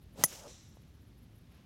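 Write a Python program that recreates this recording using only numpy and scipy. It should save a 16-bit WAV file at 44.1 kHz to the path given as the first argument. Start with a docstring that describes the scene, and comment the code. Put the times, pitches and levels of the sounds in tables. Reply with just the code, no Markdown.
"""A golfer drives a ball off the tee on a quiet, tree-lined course.
An insect (short bursts of high noise) chirps throughout over a low outdoor rumble of shaped noise.
The club swishes down as pitched noise, then its hollow metal head cracks against the ball: a snap,
noise for the crack and the spray of turf, a low knock and briefly ringing modes. Shoes scuff the turf while
two noise echoes return from the trees; a soft tap ends the swing, and a fainter scuff follows later."""
import sys
import numpy as np
from scipy import signal
from scipy.fft import rfft, irfft
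from scipy.io import wavfile

SR = 44100
rng = np.random.default_rng(int(sys.argv[2]) if len(sys.argv) > 2 else 0)


def bounce(signal):
    """Save signal as a 16-bit WAV file at the path given by the first command-line argument."""
    frames = np.transpose(np.atleast_2d(signal))
    limited = np.clip(frames, -1, 1)
    pcm = np.round(limited * 32767).astype(np.int16)
    wavfile.write(sys.argv[1], SR, pcm)


N = 72765
TIME = np.arange(N) / SR

# colour shared by the nearer trees' echo and the spray of turf debris: frequency_hz, relative_db
NEAR_TREES = [(300, -12), (1200, -11), (2700, -6), (4600, -6), (5600, 1), (6400, 0), (7400, -2), (8300, -7),
              (12000, -7), (15500, -12)]


def from_db(db):
    """Decibels to amplitude gain."""
    return 10 ** (np.asarray(db) / 20)


def rms_one(x):
    """Scale to unit power."""
    return x / np.sqrt(np.mean(x ** 2) + 1e-20)


def noise(spectrum):
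    """Unit-power noise whose colour is drawn between the spectrum's points on a log frequency axis."""
    point_hz, point_db = np.transpose(spectrum)
    bin_hz = np.maximum(np.fft.rfftfreq(N, 1 / SR), 1)
    colour_db = np.interp(np.log(bin_hz), np.log(point_hz), point_db)
    white = rfft(rng.standard_normal(N))
    return rms_one(irfft(white * from_db(colour_db), N))


def wander(rate_hz):
    """Smooth random motion of unit spread: noise low-passed at the given rate."""
    low_pass = signal.butter(2, rate_hz, fs=SR, output="sos")
    return rms_one(signal.sosfilt(low_pass, rng.standard_normal(N)))


def since(start_s):
    """Seconds after a moment, zero before it."""
    return np.maximum(TIME - start_s, 0)


def fade(age, t60_s):
    """Exponential decay that falls 60 dB in t60_s."""
    return np.exp(-np.log(1000) * age / t60_s)


def bump(center_s, width_s):
    """Bell-shaped swell, down to 1/e one width from its centre."""
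    return np.exp(-((TIME - center_s) / width_s) ** 2)


def ring(modes, age, glide_per_s=0):
    """Struck modes of alternating sign that build up, flutter and die away, all gliding together."""
    turns = 2 * np.pi * (age + glide_per_s * age ** 2 / 2)  # phase in radians per Hz of mode pitch
    total = np.zeros(N)
    for k, (pitch_hz, level_db, t60_s, rise_s) in enumerate(modes):
        envelope = from_db(level_db) * (1 - np.exp(-age / rise_s)) * fade(age, t60_s)
        flutter = 1 + .22 * wander(300)
        total += (-1) ** k * envelope * flutter * np.sin(pitch_hz * turns)
    return total


def strike():
    """Contact excites a snap, a dense crack, a low knock and the head's modes, and throws up turf."""
    # modes of the club head: starting_pitch_hz, level_db, t60_s, rise_s
    head_modes = [(1968, -13.5, .018, .0018), (2895, -34, .021, .0012), (3235, -29, .022, .0008),
                  (4680, -29, .016, .0006), (5290, -16.5, .015, .0008), (5899, -10.5, .013, .0013),
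                  (6390, -8.5, .019, .003), (5951, -38, .29, .003), (6132, -42, .3, .011),
                  (6639, -39.5, .28, .003), (7120, -25, .02, .001), (8290, -24, .035, .0003),
                  (9057, -29.5, .031, .0003), (9768, -25, .017, .0005), (9985, -18.5, .104, .0065),
                  (11580, -20, .042, .0003), (13350, -18.5, .038, .0015), (14051, -20.5, .014, .0003)]
    # dull knock of ball and shaft: pitch_hz, level_before_low_cut_db, t60_s, rise_s
    knock_modes = [(162, -25.5, .046, .004), (270, -28, .02, .001), (630, -15.5, .012, .0006),
                   (960, -14.5, .0065, .0002), (1460, -17.5, .007, .0003)]
    # colour of the crack: frequency_hz, relative_db
    crack_colour = [(200, -13), (700, -3), (1600, -3), (2600, -12), (4300, -13), (5300, -1), (6300, 1),
                    (7700, -1), (9300, -1), (10600, -9), (12200, -3), (13100, 2), (14300, -5), (15300, -19)]
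    snap_hz, snap_db, snap_t60_s = 10800, 1, .00052
    crack_db, crack_t60_s = -20.3, .022
    spray_db, spray_t60_s = -46, .2
    knock_low_cut_hz = 110
    ring_rise_per_s = .65  # upward glide, as a fraction of the starting pitch
    turn_after_s, turn_width_s, turn_loss_db = .0265, .0012, -13

    age = since(.2378)
    struck = age > 0
    # first contact
    snap = from_db(snap_db) * fade(age, snap_t60_s) * np.sin(2 * np.pi * snap_hz * age)
    crack = from_db(crack_db) * struck * fade(age, crack_t60_s) * noise(crack_colour)
    # grass and turf debris sprays up after the hit
    spray = from_db(spray_db) * struck * fade(age, spray_t60_s) * noise(NEAR_TREES)
    low_cut = signal.butter(2, knock_low_cut_hz, "high", fs=SR, output="sos")
    knock = signal.sosfilt(low_cut, ring(knock_modes, age) + 1e-18)
    # the ring drops as the face turns away
    turned = (1 + np.tanh((age - turn_after_s) / turn_width_s)) / 2
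    head = from_db(turn_loss_db * turned) * ring(head_modes, age, ring_rise_per_s)
    return snap + crack + spray + knock + head


def swish():
    """Eddies shed by the shaft sing at a pitch that follows its speed; the head hisses at its fastest."""
    # the swing: time_s, rush_level_db, eddy_pitch_hz
    swing = [(.11, -78, 360), (.15, -66, 400), (.185, -51, 470), (.215, -48.5, 670), (.24, -53, 750),
             (.285, -66, 640), (.37, -60.5, 680), (.43, -57.5, 690), (.467, -50, 590), (.49, -61, 520),
             (.57, -77, 400)]
    # air tearing past the head: frequency_hz, relative_db
    hiss_colour = [(300, -6), (1200, -1), (2200, -1), (4000, 0), (7000, -2), (10000, -7), (15500, -11)]
    # low push of air from the downswing: frequency_hz, relative_db
    gust_colour = [(50, -25), (110, -4), (170, 0), (280, -7), (500, -25), (2000, -60)]
    eddy_width, overtone_db = .7, -11  # width as a fraction of mean pitch; overtone relative to eddy
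    hiss_s, hiss_db, hiss_rise_s, hiss_fall_s = .220, -50, .040, .030
    gust_s, gust_db, gust_width_s = .208, -47, .028

    time_s, rush_db, pitch_hz = np.transpose(swing)
    cycles = np.cumsum(np.interp(TIME, time_s, pitch_hz)) / SR
    blur = signal.butter(2, eddy_width * pitch_hz.mean() / 2, fs=SR, output="sos")

    def eddy_band(harmonic):
        """Slow complex noise shifted up to a harmonic of the eddy pitch."""
        slow = signal.sosfilt(blur, rng.standard_normal(N) + 1j * rng.standard_normal(N))
        return rms_one(np.real(slow * np.exp(2j * np.pi * harmonic * cycles)))

    eddies = eddy_band(1) + from_db(overtone_db) * eddy_band(2)
    swinging = (TIME > time_s[0]) * (TIME < time_s[-1])
    rush = from_db(np.interp(TIME, time_s, rush_db)) * swinging * eddies
    gust = from_db(gust_db) * bump(gust_s, gust_width_s) * noise(gust_colour)
    hiss_width_s = np.where(TIME < hiss_s, hiss_rise_s, hiss_fall_s)
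    hiss = from_db(hiss_db) * bump(hiss_s, hiss_width_s) * noise(hiss_colour)
    return rush + gust + hiss


def tree_echo(colour, start_s, level_db, rise_s, t60_s):
    """Leaves and trunks scatter the crack; the longer the path, the more treble the air takes."""
    air_loss_db_per_s = 27  # at 10 kHz, growing with the square of frequency
    age = since(start_s)
    scatter = rfft(noise(colour))
    bin_khz = np.round(np.fft.rfftfreq(N, 1 / SR) / 1000)
    dulled = np.zeros(N)
    for khz in np.unique(bin_khz):  # each 1 kHz band loses level at its own rate
        band = irfft(scatter * (bin_khz == khz), N)
        dulled += band * from_db(-air_loss_db_per_s * (khz / 10) ** 2 * age)
    # clumps of foliage return the sound unevenly
    uneven_gain = from_db(level_db + 1.2 * wander(40))
    return uneven_gain * (1 - np.exp(-age / rise_s)) * fade(age, t60_s) * dulled


def golfer():
    """Shoes brush the grass as swells of noise, and a decaying tone taps softly as the swing ends."""
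    # shoes scuff the turf: center_s, level_db, width_s (standard deviation)
    scuffs = [(.326, -52.7, .012), (1.565, -69.3, .06)]
    # colour of shoe on grass: frequency_hz, relative_db
    scuff_colour = [(150, -1), (380, 6), (900, 1), (2000, -1), (3400, -1), (6000, -10), (9000, -22),
                    (15000, -29)]
    tap_s, tap_hz, tap_db, tap_t60_s = .771, 620, -42, .0055

    rubbing = sum(from_db(level_db) * bump(center_s, width_s * np.sqrt(2))
                  for center_s, level_db, width_s in scuffs)
    age = since(tap_s)
    tap = from_db(tap_db) * fade(age, tap_t60_s) * np.sin(2 * np.pi * tap_hz * age)
    return rubbing * noise(scuff_colour) + tap


def insect():
    """Short, high, rasping chirps: bell-shaped bursts of treble noise."""
    # chirps: center_s, level_db, length_s (between the 1/e points)
    chirps = [(.03, -74, .028), (.138, -73, .024), (.635, -74, .026), (.692, -75, .03), (.758, -76, .026),
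              (.822, -77, .028), (.888, -79, .028), (.95, -79, .026), (1.024, -77, .028),
              (1.078, -76, .026), (1.188, -75, .026), (1.235, -74, .03), (1.36, -74, .022),
              (1.387, -72, .016), (1.417, -77, .012), (1.522, -73, .014), (1.551, -73, .014),
              (1.577, -76, .012)]
    # colour of a chirp: frequency_hz, relative_db
    chirp_colour = [(8500, -35), (10400, -5), (11600, 0), (12400, -7), (14500, -25)]
    strokes = sum(from_db(level_db) * bump(center_s, length_s / 2)
                  for center_s, level_db, length_s in chirps)
    return strokes * noise(chirp_colour)


def ambience():
    """Steady outdoor noise, heaviest in the bass."""
    # colour of the rumble: frequency_hz, relative_db
    rumble_colour = [(20, -29), (36, -11), (55, 0), (110, -1.5), (170, -5.5), (260, -9.5), (400, -19.5),
                     (700, -27.5), (1500, -31.5), (3600, -33), (6200, -39), (8000, -44), (12000, -42.5),
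                     (15500, -47)]
    return from_db(-57) * noise(rumble_colour)


def scene():
    """The drive, its echoes and the course around it."""
    # colour of sound scattered by the farther trees: frequency_hz, relative_db
    far_trees = [(500, -12), (1300, -14), (2800, -10), (3900, -2), (4800, -11), (5850, 2.5), (6500, -6),
                 (7200, -2.5), (9000, -15), (15000, -28)]
    near_echo = tree_echo(NEAR_TREES, start_s=.268, level_db=-45, rise_s=.026, t60_s=1.0)
    far_echo = tree_echo(far_trees, start_s=.474, level_db=-55, rise_s=.004, t60_s=1.0)
    drive = strike() + swish() + near_echo + far_echo
    mono = drive + golfer() + insect() + ambience()
    return mono[None]


def record(dry):
    """The top is cut steeply by an elliptic low-pass."""
    cutoff_hz, ripple_db, rejection_db = 15900, .1, 70
    low_pass = signal.ellip(10, ripple_db, rejection_db, cutoff_hz, fs=SR, output="sos")
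    return signal.sosfilt(low_pass, dry)


dry = scene()
out = record(dry)
bounce(out)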